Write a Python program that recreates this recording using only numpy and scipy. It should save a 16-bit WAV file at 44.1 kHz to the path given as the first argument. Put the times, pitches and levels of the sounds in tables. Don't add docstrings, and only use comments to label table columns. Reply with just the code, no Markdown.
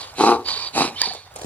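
import sys
import numpy as np
from scipy import signal
from scipy.fft import rfft, irfft
from scipy.io import wavfile
from scipy.ndimage import uniform_filter1d

SR = 44100
rng = np.random.default_rng(int(sys.argv[2]) if len(sys.argv) > 2 else 0)


def file_out(sig):
    cols = np.atleast_2d(sig).T
    lim = np.clip(cols, -1, 1)
    pcm = np.round(lim * 32767).astype(np.int16)
    wavfile.write(sys.argv[1], SR, pcm)


def natural_amplitude(level_db):
    exponent = np.asarray(level_db, float) / 20
    return 10 ** exponent


N = 63945
T = np.arange(N) / SR
HZ = np.fft.rfftfreq(N, 1 / SR)

# frequency in Hz, likeness from 0 to 1.
FIELD_LIKENESS = [(240, 0.99), (950, 0.2), (3800, 0.33)]
# frequency in Hz, left minus right in dB.
NEAR_BALANCE = [(300, 1), (3800, -3), (12000, -1.5)]


def evened(x):
    return x / np.sqrt(np.mean(x ** 2) + 1e-20)


def read(points, hz):
    f, value = np.transpose(points)
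    return np.interp(np.log(hz + 1), np.log(f + 1), value)


def shaped(x, points):
    return irfft(rfft(x) * natural_amplitude(read(points, HZ)), N)


def coloured(points):
    return evened(shaped(rng.standard_normal(N), points))


def flow(tables):
    return sum(natural_amplitude(np.interp(T, *np.transpose(rows), left=-200, right=-200)) for rows in tables)


def resonate(x, hz, width):
    turn = np.exp(2j * np.pi * np.cumsum(hz * np.ones(len(x))) / SR)
    r = np.exp(-np.pi * width / SR)
    return 2 * (turn * signal.lfilter([1 - r], [1, -r], x / turn)).real


def butter(x, order, hz, kind):
    return signal.sosfiltfilt(signal.butter(order, hz, kind, fs=SR, output="sos"), x)


def folds(flaps):
    jitter_s, shimmer_db, single_s = .00045, .8, .016
    s, db, fall_db = np.transpose(flaps)
    gap = np.diff(s)[:, None]
    third = np.arange(3)
    dropped = (gap < single_s) & (third > 0)
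    luck = rng.standard_normal((len(s) - 1, 3, 2))
    at = s[:-1, None] + gap * third / 3 + jitter_s * luck[..., 0] * (third > 0)
    level_db = db[:-1, None] - fall_db[:-1, None] * third + shimmer_db * luck[..., 1]
    train = np.zeros(N)
    train[np.round(at * SR).astype(int)] = natural_amplitude(level_db) * ~dropped
    return train


def ring(throat):
    ring_s, rise_s, soft_s = .0076, .0024, .0007
    t = np.arange(round(ring_s * SR)) / SR
    modes = np.array([natural_amplitude(db) * np.exp(-np.pi * width * t) * np.cos(2 * np.pi * hz * (t - soft_s))
                      for hz, width, db in throat])
    rise = np.sin(np.pi / 2 * np.minimum(t / rise_s, 1))
    damping = np.cos(np.pi / 2 * (t / ring_s) ** 2)
    modes = modes * rise * damping
    return np.array([modes[:2].sum(0), modes[2:].sum(0)]) / abs(modes.sum(0)).max()


def out_breath(beat):
    # time in seconds, level in dB.
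    out_flow = [
        [(.15, -52.5), (.175, -38.5), (.21, -28.5), (.31, -31), (.36, -43), (.385, -58), (.44, -55)],
        [(.725, -51), (.75, -33), (.79, -25.5), (.83, -28), (.89, -38), (.915, -51), (.97, -46)],
    ]
    # frequency in Hz, density in dB per Hz.
    out_air = [(88, -48), (150, 1), (346, 3.5), (550, -4.5), (827, 5), (1660, -23.5), (3980, -29),
               (10300, -46.5), (15500, -78)]
    # frequency in Hz, width in Hz, level in dB.
    out_pipe = [(2450, 300, 0), (3950, 300, -1), (950, 500, -3)]
    pulsed, low_pulsed = 0.18, .6
    white = rng.standard_normal(N)
    pipe = sum(natural_amplitude(db) * evened(resonate(white, hz, width)) for hz, width, db in out_pipe)
    lift_db = np.clip(np.log2(HZ / 900 + 1e-9), 0, 1) * 13
    wide = evened(irfft(rfft(coloured(out_air)) * natural_amplitude(lift_db), N))
    air = evened(natural_amplitude(-9.5) * pipe + wide)
    low = butter(air, 2, 1500, "low")
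    high = (air - low) * (1 - pulsed + pulsed * beat)
    low = natural_amplitude(-3) * low * (1 - low_pulsed + low_pulsed * beat)
    return natural_amplitude(7.0) * (high + low) * flow(out_flow)


def grunts():
    # start in seconds, level in dB, fall per fold pulse in dB.
    flap_rows = [
        [(.184, -24, -6), (.2078, -6.5, 2), (.2368, -2.5, 3.5), (.2652, -5.5, 0), (.2912, -3, 2.5),
         (.3165, -2.5, 3), (.342, -11, 1.5), (.3675, -17, 4), (.393, -21, 1), (.418, -26, 2), (.444, -33, 2),
         (.47, -40, 0)],
        [(.752, -30, -4), (.778, -12, 4), (.8072, -10.5, 0), (.8183, -9, 11), (.842, -21, 0), (.8505, -14, 8),
         (.8765, -26, 0), (.9, -30, 1), (.928, -32, 3), (.953, -40, 0)],
    ]
    # frequency in Hz, width in Hz, level in dB.
    throats = [
        [(372, 82, 5.5), (218, 27, -29), (836, 100, 8.5), (1119, 62, 1), (1310, 132, -6.5)],
        [(292, 170, -2.5), (172, 140, -9), (817, 74, -7.5), (1120, 130, -5.5), (1370, 78, -20)],
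    ]
    rasp_db, rasp_s = -12, .004
    brighten = 1.35
    voice, beat = np.zeros(N), np.zeros(N)
    puff = np.exp(-np.arange(800) / (rasp_s * SR))
    for flaps, throat in zip(flap_rows, throats):
        train = folds(flaps)
        gate = signal.oaconvolve(train, puff)[:N]
        effort = (np.minimum(gate / train.max(), 1) + 1e-6) ** (brighten - 1)
        rasp = natural_amplitude(rasp_db) * gate * rng.standard_normal(N) / np.linalg.norm(puff)
        drive = train + rasp
        low_and_upper = np.array([drive, drive * effort])
        voice += natural_amplitude(2.5) * signal.oaconvolve(low_and_upper, ring(throat), axes=1)[:, :N].sum(0)
        beat += gate
    beat = beat / (abs(uniform_filter1d(beat, 1200)) + 0.001)
    return butter(voice, 3, [165, 2000], "band") + out_breath(beat)


def wheezes():
    # time in seconds, level in dB.
    in_flow = [
        [(0, -32), (.06, -37), (.115, -44), (.16, -73)],
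        [(.445, -48), (.458, -37), (.49, -24), (.52, -28), (.535, -31), (.672, -34.5), (.685, -37.5),
         (.725, -58)],
        [(.945, -59), (.98, -35.5), (1.01, -28), (1.07, -30), (1.14, -39.5), (1.2, -42), (1.33, -62)],
    ]
    # frequency in Hz, density in dB per Hz.
    in_air = [(200, -13), (1100, 0.5), (1300, -9), (2650, -10), (4700, -6.5), (5000, -14), (10000, -24.5),
              (15500, -29)]
    # frequency in Hz, width in Hz, level in dB.
    nose_modes = [(1050, 190, -8), (2380, 90, -5), (3050, 150, -11), (3710, 110, -3), (4010, 100, -1),
                  (4320, 110, -2), (4690, 100, 4), (5520, 80, 1)]
    # frequency in Hz, gain in dB.
    sinus = [(4800, 0), (4900, -12), (5300, -14), (5900, -6)]
    # time in seconds, resonance shift as a ratio, narrowness in dB, throat in dB.
    flare = [(0, .97, -7, 0), (.3, 1, -7, 0), (.44, 1, 0, 0), (.93, 1, 0, 0), (.95, .86, 0, -5),
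             (1.01, 1, 0, -5), (1.1, .99, -1, -5), (1.2, .93, -9, -4)]
    waver, waver_hz = .006, 11.0
    flutter_db, flutter_hz = 1.2, 147
    s, shift, narrow_db, throat_db = np.transpose(flare)
    pinch = np.interp(T, s, shift) + waver * evened(resonate(rng.standard_normal(N), 0, waver_hz))
    white = rng.standard_normal(N)
    nose = np.zeros(N)
    for hz, width, db in nose_modes:
        once = resonate(white, hz * pinch, width)
        nose += natural_amplitude(db) * resonate(once, hz * pinch, 3 * width)
    narrow = evened(shaped(nose, sinus)) * natural_amplitude(np.interp(T, s, narrow_db))
    air = evened(narrow + natural_amplitude(-3.5) * coloured(in_air))
    low = butter(air, 2, 1400, "low")
    air = air + (natural_amplitude(np.interp(T, s, throat_db)) - 1) * low
    flutter = evened(resonate(rng.standard_normal(N), 0, flutter_hz))
    return natural_amplitude(-2.0) * air * natural_amplitude(flutter_db * flutter) * flow(in_flow)


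def whistles():
    # start in seconds, length in seconds, level in dB, from Hz, to Hz.
    glides = [(.956, .028, -34, 2950, 3200), (.978, .04, -33, 3300, 4550), (1.026, .025, -28, 1100, 850),
              (1.012, .014, -28, 1750, 1700), (1.022, .022, -32, 1800, 2050), (1.05, .01, -33, 830, 780),
              (1.03, .018, -31, 4600, 4600), (1.054, .012, -28, 4200, 4500), (1.068, .021, -32, 700, 800),
              (1.105, .019, -33, 760, 720), (1.068, .016, -33, 380, 480), (1.092, .02, -38, 1700, 1750),
              (1.118, .02, -37, 4500, 4450), (1.147, .006, -34, 850, 800), (1.148, .012, -36, 350, 600),
              (1.11, .11, -50, 3650, 3620), (1.24, .09, -59, 3650, 3600), (1.17, .08, -53, 2400, 2400),
              (1.07, .014, -38, 170, 250), (.5, .02, -34, 1120, 1100), (.663, .016, -34, 3950, 3950),
              (1.1, .025, -44, 170, 160), (.56, .02, -37, 450, 430)]
    out = np.zeros(N)
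    for s, length, db, from_hz, to_hz in glides:
        u = np.clip((T - s) / length, 0, 1)
        hz = from_hz + (to_hz - from_hz) * u
        tone = np.sin(2 * np.pi * np.cumsum(hz) / SR)
        fuzz = evened(resonate(rng.standard_normal(N), hz, 120))
        out += natural_amplitude(db) * np.sin(np.pi * u) * (tone + .3 * fuzz)
    return out


def smack():
    # frequency in Hz, level in dB, time to fall 60 dB in seconds.
    cavities = [(4720, 6, 0.0056), (890, 0, 0.005), (6100, -0.5, 0.0063), (8000, 10, 0.0016),
                (9700, 2, 0.0016), (14800, -25, 0.002), (1630, -4, 0.0048)]
    t = np.maximum(T - 1.0166, 0)
    rings = sum(natural_amplitude(db - 60 * t / t60) * np.sin(2 * np.pi * hz * t) for hz, db, t60 in cavities)
    return natural_amplitude(-8) * np.minimum(t / 0.00032, 1) * rings


def echo(x):
    t60_s, first_s, dull_hz = .2, .012, 1500
    t = T[:SR // 2]
    taps = rng.standard_normal((2, len(t))) * natural_amplitude(-60 * t / t60_s) * (t > first_s)
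    both = taps + 1.53 * taps[::-1]
    taps = signal.lfilter([1], [1, -np.exp(-2 * np.pi * dull_hz / SR)], both)
    return natural_amplitude(-19) * signal.fftconvolve(x[None], taps / np.linalg.norm(taps[0]), axes=1)[:, :N]


def rustles():
    # start in seconds, peak in dB, time to fall 60 dB in seconds.
    bursts = [
        (0.015, -35.5, 0.037),
        (1.135, -37, 0.17),
        (1.357, -41.5, 0.18),
        (1.361, -36, 0.067),
        (1.389, -41, 0.2),
        (1.4146, -33.5, 0.079),
        (1.43, -40, 0.15),
        (1.444, -35, 0.019),
    ]
    # frequency in Hz, density in dB per Hz.
    rub = [(100, -23), (500, 4), (800, 4), (1200, -12), (7800, -14), (15700, -36.5)]
    bump_s, bump_db, bump_hz = 1.4452, -18, 290
    shape = sum((T > s) * natural_amplitude(db - 60 * abs(T - s) / t60) for s, db, t60 in bursts)
    crackle = natural_amplitude(3.6 * rng.standard_normal(N // 40 + 1).repeat(40)[:N])
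    u = np.clip((T - bump_s) * bump_hz, 0, 1)
    bump = natural_amplitude(bump_db) * np.sin(2 * np.pi * u) * (1 - 0.54 * u)
    return shape * crackle * coloured(rub) + bump


def ticks():
    # start in seconds, peak in dB, centre in Hz.
    snaps = [(0.0137, -30.5, 5800), (.14, -40, 7000), (0.407, -52, 8000), (.4262, -50, 7000),
             (.7125, -45, 10000), (1.14, -40, 13500), (1.3408, -41, 10000), (1.357, -38, 9500),
             (1.3618, -23.5, 8000), (1.3658, -32.5, 5600), (1.3876, -35, 7500), (1.416, -37, 8000)]
    # start in seconds, peak in dB, frequency in Hz, time to fall 60 dB in seconds.
    knocks = [(1.3562, -39, 710, 0.011), (1.3615, -40, 940, 0.023), (1.367, -50, 643, 0.024),
              (1.3845, -43, 584, .05), (1.393, -47, 616, .04), (1.4168, -25, 720, 0.017),
              (1.4187, -24, 564, 0.018), (1.4318, -31, 520, 0.018), (1.4443, -26, 970, 0.0056)]
    decay_s, q = .0009, 2.5
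    out = np.zeros(N)
    for s, db, hz in snaps:
        burst = rng.standard_normal(200) * np.exp(-np.arange(200) / SR / decay_s)
        snap = resonate(resonate(burst, hz, hz / q), hz, hz / q)
        out[round(s * SR):][:200] += natural_amplitude(db) * snap / abs(snap).max()
    for s, db, hz, t60 in knocks:
        t = np.maximum(T - s, 0)
        out += natural_amplitude(db - 60 * t / t60) * np.sin(2 * np.pi * hz * t)
    return out


def ports(x, same, tilt, size=256):
    # frequency in Hz, lead of the left in radians.
    lead = [(0, 0), (6290, 3), (15300, 5)]
    drift_rad = 1.8
    frames = signal.stft(x, nperseg=size)[2]
    drift = uniform_filter1d(rng.standard_normal(frames.shape[::-1]), size=32, axis=0)
    drift = evened(uniform_filter1d(drift, size=8, axis=1))
    other = signal.istft(frames * np.exp(1j * drift_rad * drift.T), nperseg=size)[1][:N]
    other = rfft(evened(other) * np.sqrt(np.mean(x ** 2)))
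    z = rfft(x)
    c = np.clip(read(same, HZ), 0, 1)
    db = read(tilt, HZ)
    turn = np.interp(HZ, *np.transpose(lead))
    left = z * natural_amplitude(db / 2) * np.exp(1j * turn / 2)
    right = (c * z + np.sqrt(1 - c ** 2) * other) * natural_amplitude(-db / 2) * np.exp(-1j * turn / 2)
    total = abs(natural_amplitude(db / 2) * np.exp(1j * turn) + natural_amplitude(-db / 2))
    return irfft(np.array([left, right]) * 2 / np.maximum(total, 1), N)


def field():
    # frequency in Hz, density in dB per Hz.
    still_air = [(25, -4.5), (96, -0.5), (250, -23.5), (750, -6), (1300, -13), (4000, -26.5),
                 (11500, -33.5), (12600, -37)]
    swell = evened(resonate(rng.standard_normal(N), 0, 8.1))
    air = natural_amplitude(-47 + 3.7 * swell) * coloured(still_air)
    drone = natural_amplitude(-55.5) * evened(resonate(rng.standard_normal(N), 96.3, 4.3))
    return ports(air + drone, FIELD_LIKENESS, NEAR_BALANCE)


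def scene():
    # frequency in Hz, gain in dB.
    mic = [(8300, 1.5), (9000, -6.5), (9700, 5), (11600, -0.5), (12300, -27), (15700, -18)]
    # frequency in Hz, likeness from 0 to 1.
    likeness = [(60, .995), (1500, .97), (4500, .86), (8000, .55), (13000, .55)]
    # frequency in Hz, left minus right in dB.
    balance = [(250, -0.5), (640, 4.5), (1400, -0.5), (4500, -6.5), (9000, 3), (13000, 14.5)]
    donkey = shaped(grunts() + wheezes() + whistles(), mic)
    lips = smack()
    animal = ports(donkey, likeness, balance) + ports(lips, likeness, balance, size=32)
    near = ports(rustles(), FIELD_LIKENESS, NEAR_BALANCE) + ports(ticks(), likeness, NEAR_BALANCE, size=32)
    return animal + echo(donkey + lips) + near + field()


def top_cut(x):
    return signal.sosfilt(signal.butter(12, 15740, fs=SR, output="sos"), x)


def record(dry):
    heard = signal.sosfilt(signal.butter(3, 55, "high", fs=SR, output="sos"), dry)
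    limited = 1.47 * np.tanh(heard / 1.747)
    return top_cut(limited)


dry = scene()
out = record(dry)
file_out(out)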